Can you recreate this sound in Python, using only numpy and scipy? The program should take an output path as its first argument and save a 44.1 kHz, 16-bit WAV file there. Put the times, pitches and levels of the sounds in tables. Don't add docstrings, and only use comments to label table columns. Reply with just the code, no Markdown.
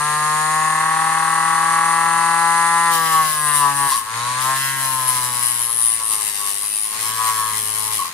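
import sys
import numpy as np
from scipy import signal
from scipy.fft import rfft, irfft
from scipy.io import wavfile
from scipy.ndimage import uniform_filter1d, map_coordinates

SR = 44100
rng = np.random.default_rng(int(sys.argv[2]) if len(sys.argv) > 2 else 0)


def store_wav(level_fs):
    pcm = np.round(np.clip(np.atleast_2d(level_fs), -1, 1) * 32767)
    wavfile.write(sys.argv[1], SR, pcm.T.astype(np.int16))


N = 358533
TIME = np.arange(N) / SR
FREQ = np.fft.rfftfreq(2 * N, 1 / SR) + 1e-3
FREE_HZ = 160


def undb(db):
    return 10 ** (np.asarray(db) / 20)


def curves(table):
    seconds, *columns = np.transpose(table)
    return [np.interp(TIME, seconds, column) for column in columns]


def filtered(x, response):
    return irfft(rfft(x, 2 * N) * response)[..., :N]


def colour(points):
    hz, db = np.transpose(points)
    return undb(np.interp(np.log(FREQ), np.log(hz), db))


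def band(lo_hz, hi_hz):
    return 1 / np.sqrt((1 + (lo_hz / FREQ) ** 20) * (1 + (FREQ / hi_hz) ** 20))


def strength(x, response, size=3000):
    power = np.atleast_2d(filtered(x, response) ** 2).mean(axis=0)
    return np.sqrt(np.abs(uniform_filter1d(power, size)) + 1e-18)


def walk(rate):
    k = max(int(SR / rate), 2)
    steps = np.repeat(rng.standard_normal(N // k + 1), k)[:N]
    return 1.3 * uniform_filter1d(uniform_filter1d(steps, k), k)


def place(x, left_db, lag_ms):
    late = filtered(x, np.exp(-2j * np.pi * FREQ * lag_ms / 1000))
    return np.array([x * undb(left_db / 2), late * undb(-left_db / 2)])


def stroke(start_s, end_s, rise_s, fall_s):
    rise = np.clip((TIME - start_s) / rise_s, 0, 1)
    return rise * np.clip(1 - (TIME - end_s) / fall_s, 0, 1)


def swell(middle_s, length_s):
    return .5 ** (np.abs(2 * (TIME - middle_s) / length_s) ** 3)


# time in seconds, depth 0-1, rate in Hz.
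ROCKING = [(.42, 0, 35), (.74, .9, 38), (1.35, .92, 39), (1.75, .75, 40), (2.35, .45, 39), (2.52, 0, 38)]


def rocking():
    return curves(ROCKING)


# time in seconds, shaking taken away in dB.
STEADYING = [(3.22, -2.5), (3.34, 0.5), (3.45, -2.5), (5.25, -1), (5.75, 5), (6.5, 8), (6.86, 13.5),
             (7.07, 2), (7.9, 2)]


def steadying():
    return curves(STEADYING)[0]


# start in seconds, end in seconds, basic high ring in dB, basic broad rasp in dB.
PRESSES = [(2.892, 3.62, -27.5, -33), (3.721, 3.98, -22.5, -33), (4.391, 4.426, -25, -35),
           (4.542, 5.943, -24.5, -33), (6.008, 6.88, -26, -34.5), (6.984, 8.009, -26.5, -33.5)]
BRUSH_TOP_DB, BRUSH_MIDDLE_DB = -29, -33


def pressing():
    contact, ring_db, rasp_db = 0, BRUSH_TOP_DB, BRUSH_MIDDLE_DB
    for start_s, end_s, top_db, middle_db in PRESSES:
        press = stroke(start_s, end_s, rise_s=.043, fall_s=.15)
        contact = contact + press
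        ring_db = ring_db + press * (top_db - BRUSH_TOP_DB)
        rasp_db = rasp_db + press * (middle_db - BRUSH_MIDDLE_DB)
    return np.clip(contact, 0, 1), ring_db, rasp_db


# start, end and rise time, all in seconds.
SNAGS = [(3.871, 3.955, 0.017), (7.939, 8.031, 0.15)]
LULL_AFTER_S, LULL_S, LULL_DB = .11, .11, -8


def snagging():
    grip = sum(stroke(start_s, end_s, rise_s, fall_s=.1) for start_s, end_s, rise_s in SNAGS)
    lull = sum(swell(end_s + LULL_AFTER_S, LULL_S) for _, end_s, _ in SNAGS)
    return grip, LULL_DB * lull


# frequency in Hz, relative level in dB.
WORKSHOP = [(20, 9), (100, 17.5), (250, 16), (2000, -30)]
WORKSHOP_DB = -58


def workshop(load):
    air = rng.standard_normal(N) + 0.34 * rng.standard_normal((2, N))
    air = filtered(air, colour(WORKSHOP))
    swell_db = 2.5 * walk(6) + 10 * load + pressing()[0] - 0.66 * steadying()
    return air / air.std() * undb(WORKSHOP_DB + swell_db)


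ROOM_T60_S, ROOM_DB = .28, -10.5


def room(x, boom_hz, damp_hz):
    tail = rng.standard_normal((2, N)) * undb(-60 * TIME / ROOM_T60_S) * (TIME > .004)
    tail /= np.sqrt(np.sum(tail ** 2, axis=1, keepdims=True))
    walls = rfft(tail, 2 * N) / (1 + 1j * FREQ / damp_hz) / (1 + boom_hz / (1j * FREQ))
    return x + undb(ROOM_DB) * filtered(x.mean(axis=0), walls)


# time in seconds, ring in Hz, peak in dB before placing.
KNOCKS = [(3.915, 1060, -14), (3.942, 1110, -15.5), (3.971, 1090, -23), (4.01, 1085, -27),
          (7.987, 1100, -18), (8.011, 1080, -17), (8.043, 1075, -23)]


def knocks():
    out = 0
    for start_s, hz, db in KNOCKS:
        age = np.maximum(TIME - start_s, 0) / .011
        ring = np.sin(2 * np.pi * (hz * TIME + rng.random()) + .5 * walk(300))
        out = out + undb(db) * (age * np.exp(1 - age)) ** 2 * ring
    return place(out, left_db=5, lag_ms=.08)


def grit(turns, renew_hz, repeat, size=400):
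    tracks = rng.standard_normal((200, size))
    angle = (turns + .0013 * walk(110)) % 1
    worn = map_coordinates(tracks, [TIME * renew_hz, angle * size], order=3, mode="grid-wrap")
    return np.sqrt(repeat) * worn + np.sqrt(1 - repeat) * rng.standard_normal(N)


def high_spot(turns, width, rest_db):
    return 1 / (1 + (np.sin(np.pi * turns) / (np.pi * width)) ** 2) + undb(rest_db)


# middle in seconds, length in seconds, pitch in Hz, width in Hz, basic level in dB.
BRUSH_SONGS = [(.52, .56, 7000, 650, -37), (3.93, .06, 4200, 2500, -28), (4.3, .32, 3800, 1500, -37),
               (6.72, .13, 2600, 300, -41)]


def brush_songs(turns):
    scratch = grit(turns, renew_hz=4, repeat=.7) * high_spot(turns, width=.1, rest_db=-5)
    out = 0
    for middle_s, length_s, hz, width_hz, db in BRUSH_SONGS:
        song = filtered(scratch, 1 / (1 + (2 * (FREQ - hz) / width_hz) ** 2))
        out = out + song / song.std() * undb(db) * swell(middle_s, length_s)
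    return place(out * undb(-0.2), left_db=1.0, lag_ms=0.017)


BOUNCE_CYCLES, BOUNCE_SHARE = 10, .3


def bounce(x, edge_hz):
    earlier = TIME - BOUNCE_CYCLES / edge_hz
    return x + BOUNCE_SHARE * np.array([map_coordinates(side, [earlier * SR]) for side in x])


def squeal(turns, edge_hz, wander_hz, neighbours):
    angle = 2 * np.pi * np.cumsum(edge_hz + wander_hz * walk(500)) / SR
    tone = np.cos(angle) * (1 + neighbours * np.cos(angle / BOUNCE_CYCLES))
    tone = tone * high_spot(turns, width=.2, rest_db=-20) ** 2
    return place(tone / tone.std(), left_db=0, lag_ms=.022)


# frequency in Hz, relative level in dB.
BRUSH = [(500, -16), (2000, -0.5), (3200, -8.5), (4250, -4), (5500, -10.5), (7000, -2.5), (7900, -2.5),
         (8550, 15.5), (9900, 14.5), (11200, 3.5), (12200, -9.5), (15500, -34)]


def brush_hiss(turns):
    grains = np.array([grit(turns, renew_hz=2.825, repeat=0.16) for _ in range(2)])
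    return filtered(grains * high_spot(turns, width=0.025, rest_db=-6.5), colour(BRUSH))


# frequency in Hz, relative level in dB.
STEEL = [(120, -26), (400, -17), (1500, -11.5), (2620, -10), (5000, -10), (6800, -11), (8500, 8.5),
         (9900, 11), (11000, 9.5), (12200, -3), (15500, -21)]


def steel_scrape(turns, edge_hz, renew_hz, repeat, width, rest_db):
    grains = np.array([grit(turns, renew_hz, repeat) for _ in range(2)])
    return filtered(bounce(grains * high_spot(turns, width, rest_db), edge_hz), colour(STEEL))


# time in seconds, pitch in Hz before its wander, level in dB relative to the ring.
SQUEAL = [(3.1, 10050, -7), (3.5, 9500, -2), (4.5, 10150, -13), (5.1, 10250, -4), (5.4, 10250, -7),
          (5.7, 10300, 4), (5.88, 9800, 8), (6.38, 9450, -9), (6.8, 9850, 4), (7.1, 10600, -10),
          (7.7, 10400, -1), (8.13, 10200, -9)]
# middle in seconds, length in seconds, boost in dB.
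BITES = [(3.5, 0.26, 5.5), (5.09, 0.026, 6), (5.475, 0.13, 3), (5.822, 0.13, 2), (6.078, .1, 1.5)]


def rubbing(turns, octaves):
    contact, ring_db, rasp_db = pressing()
    edge_hz, squeal_db = curves(SQUEAL)
    edge_hz = edge_hz + 90 * walk(10)
    ring_db = ring_db + (1 - contact) * 14 * octaves
    ring_db = ring_db + sum(db * swell(middle_s, length_s) for middle_s, length_s, db in BITES)
    ring_db = ring_db + 0.21 * contact * squeal_db
    rasp_db = rasp_db - 0.37 * contact * squeal_db

    brush = brush_hiss(turns)
    ring = steel_scrape(turns, edge_hz, renew_hz=5.4, repeat=.78, width=.14, rest_db=-22)
    song = squeal(turns, edge_hz, wander_hz=100, neighbours=.8)
    ring = ring / ring.std() + undb(squeal_db) * song
    rasp = steel_scrape(turns, edge_hz, renew_hz=14, repeat=.5, width=.15, rest_db=6 * octaves)

    top, middle = band(8000, 12000), band(2800, 7000)
    touch, free = np.sqrt(contact), np.sqrt(1 - contact)
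    ring = touch * ring / strength(ring, top) + free * brush / strength(brush, top)
    rasp = touch * rasp / strength(rasp, middle) + free * brush / strength(brush, middle)
    tremor_db = (.4 + 1.4 * contact) * walk(26)
    split = band(7440, 12400) ** 2
    beam_db = (3.96 + 3.8 * contact) * np.array([[1], [-1]]) / 2
    ring = filtered(ring, split) * undb(ring_db + 2.48 + beam_db)
    rasp = filtered(rasp, 1 - split) * undb(rasp_db + np.array([[3.8], [2.2]]))
    return (ring + rasp) * undb(tremor_db - 2 * rocking()[0] + snagging()[1])


# frequency in Hz, response in dB.
HUM = [(90, -43), (110, -40.5), (152, -40), (166, -42.5), (215, -55.5), (262, -50.5), (282, -43.5),
       (298, -53.5), (333, -43.5), (430, -45), (540, -49.5), (615, -37), (680, -39)]


def unbalance(turns, hum_db, steady_db):
    angle = 2 * np.pi * turns
    wobble = np.sin(angle) * undb(-1.8 * steady_db)
    wobble = wobble + np.sin(2 * angle) * undb(-.8 * steady_db)
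    wobble = wobble + np.sin(4 * angle) * undb(-.7 * steady_db)
    return np.sqrt(2) * filtered(wobble, colour(HUM)) * undb(hum_db)


# middle in seconds, length in seconds, change of buzz in dB, change of bracket in dB.
SHIFTS = [(3.175, .12, 6.5, 0), (3.512, .09, 3, 3), (3.65, .094, 8, 2), (3.85, .14, 6, 3),
          (4.492, .11, 8, 1), (4.66, .34, -3.5, 6), (4.986, .3, 3, -1.5), (6.1, .15, 7, 2),
          (6.46, .1, 4, 1), (7.33, .42, 9.5, 12), (7.61, .11, -8, -3)]


def shaking(octaves, depth):
    contact, (snag, lull_db), steady_db = pressing()[0], snagging(), steadying()
    buzz_shift_db, bracket_shift_db = sum(np.outer(dbs, swell(s, length_s)) for s, length_s, *dbs in SHIFTS)
    buzz_db = -22 + 15 * octaves - 2 * contact + buzz_shift_db
    buzz_db = buzz_db - 4 * snag + .5 * lull_db - steady_db
    bracket_db = -27.5 + 25 * octaves - 0.5 * contact + bracket_shift_db
    bracket_db = bracket_db - 1.01 * steady_db + 0.2 * lull_db
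    clatter_db = -18.5 - 6 * octaves + 12 * snag + 5 * depth + 0.12 * steady_db
    hum_db = -18 * snag + 2 * lull_db
    return buzz_db, bracket_db, clatter_db, hum_db, steady_db


# multiple of the speed, push in dB running free, push in dB with the pliers pressed on.
FORCE = [(3.05, 13, 20), (4, 5.5, 5.5), (5, 14, 16.5), (6.04, 8, 5), (7, 7, 9), (7.82, 8.5, 7.5),
         (9, 6.5, 3), (10.1, 1.5, 4.5), (12.4, 6, 2.5), (13.5, 1, 2), (40, -15, 8)]
# multiple of the speed, tone below in dB, tone above in dB, both relative to the overtone.
SIDE_TONES = [(5, -24, -13), (6, -17, -9), (7, -1, -19), (8, -8, -17), (12, -8, -16)]
# middle in seconds, length in seconds, multiple of the speed, change in dB.
OVERTONE_SWELLS = [(.8, 1.2, 5, 4), (1.7, 1.2, 6, -3.5), (3.0, .2, 3, 9), (3.3, .3, 12, -12),
                   (3.78, .2, 6, 9), (4.95, .6, 9, -14), (7.3, .7, 8, -7)]


def shaft_force(angle, octaves, contact, depth, rock_hz):
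    rock = np.exp(2j * np.pi * np.cumsum(rock_hz + .5 * walk(9)) / SR)
    multiples, free_db, pressed_db = np.transpose(FORCE)
    sides, below_db, above_db = np.transpose(SIDE_TONES)
    shaft, force = np.exp(1j * angle), 0
    overtone = shaft * shaft
    for k in range(3, 33):
        overtone = overtone * shaft
        below = undb(np.interp(k, sides, below_db)) * rock.conj()
        above = undb(np.interp(k, sides, above_db)) * rock
        sway = 1 + depth * (below + above)
        push_db = (1 - contact) * np.interp(k, multiples, free_db)
        push_db = push_db + contact * np.interp(k, multiples, pressed_db)
        for middle_s, length_s, multiple, db in OVERTONE_SWELLS:
            if multiple == k:
                push_db = push_db + db * swell(middle_s, length_s)
        push_db = push_db + (.7 + 2 * np.abs(octaves)) * walk(11)
        scatter = np.exp(1.25j * rng.standard_normal())
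        force = force + undb(push_db) * np.real(sway * overtone * scatter)
    return force


# frequency in Hz, width in Hz, relative level in dB.
BASE_MODES = [(434, 105, -29), (840.7, 84.6, -6.5), (1004, 117.6, 1.5), (1125.6, 73.4, 6), (1322, 87, -4.5),
              (1680, 169, -3.5), (2041, 178, -10), (2573, 190, -17), (3720, 2300, -25)]


def base(turns, octaves):
    (depth, rock_hz), contact = rocking(), pressing()[0]
    buzz_db, bracket_db, clatter_db, hum_db, steady_db = shaking(octaves, depth)
    angle = 2 * np.pi * turns + .005 * walk(60)
    body = 0
    for i, (hz, width_hz, db) in enumerate(BASE_MODES):
        detune = (FREQ / hz - hz / FREQ) * hz / width_hz
        body = body + (-1) ** i * undb(db) / (1 + 1j * detune)
    low, high = band(700, 1400), band(1450, 2300)
    tone = filtered(shaft_force(angle, octaves, contact, depth, rock_hz), body)
    clatter = filtered(rng.standard_normal(N) * (1 + 0.14 * np.cos(angle)), body)
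    buzz = tone / strength(tone, low) + undb(clatter_db) * clatter / strength(clatter, low)
    narrowing = .61 * contact
    buzz = (1 - narrowing) * buzz + narrowing * filtered(buzz, band(1005, 1140))
    split = 1 / (1 + (1420 / FREQ) ** 20)
    waver_db = .3 + 2 * np.abs(octaves)
    bump_db = 2.2 * np.clip(steady_db / 4, 0, 1)
    lower = filtered(buzz, 1 - split) / strength(buzz, low)
    lower = lower * undb(buzz_db + (waver_db + bump_db) * walk(32))
    upper = filtered(buzz, split) / strength(buzz, high)
    upper = upper * undb(bracket_db + .7 * waver_db * walk(14))
    hum = unbalance(turns, hum_db, steady_db)
    return (place(lower, left_db=6.5, lag_ms=0.068) + place(upper, left_db=-3.0, lag_ms=0.059)
            + place(hum, left_db=0.2, lag_ms=0.67))


# time in seconds, turns per second in Hz.
SPEED = [(0.0, 148.6), (.59, 156.5), (1.19, 161.9), (1.9, 165.8), (2.87, 168.2), (3.19, 158.4),
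         (3.66, 141.9), (3.87, 139.6), (3.92, 133.3), (3.98, 108.4), (4.03, 107.3), (4.29, 124), (4.5, 133),
         (4.74, 135.4), (5.27, 123.8), (5.59, 119.5), (6.07, 110.3), (6.24, 104.4), (6.51, 99.95),
         (7.19, 112.7), (7.6, 107.3), (7.95, 108), (8.04, 88)]


def scene():
    (speed_hz,) = curves(SPEED)
    turns = np.cumsum(speed_hz) / SR
    load = 1 - speed_hz / speed_hz.max()
    octaves = np.log2(speed_hz / FREE_HZ)
    machine = base(turns, octaves) + rubbing(turns, octaves) + brush_songs(turns) + knocks()
    return room(machine, boom_hz=450, damp_hz=8260) + workshop(load)


def record(dry):
    rounded = dry / (1 + (dry / .8) ** 6) ** (1 / 6)
    return signal.sosfilt(signal.ellip(10, .2, 80, 15600, fs=SR, output="sos"), rounded)


dry = scene()
out = record(dry)
store_wav(out)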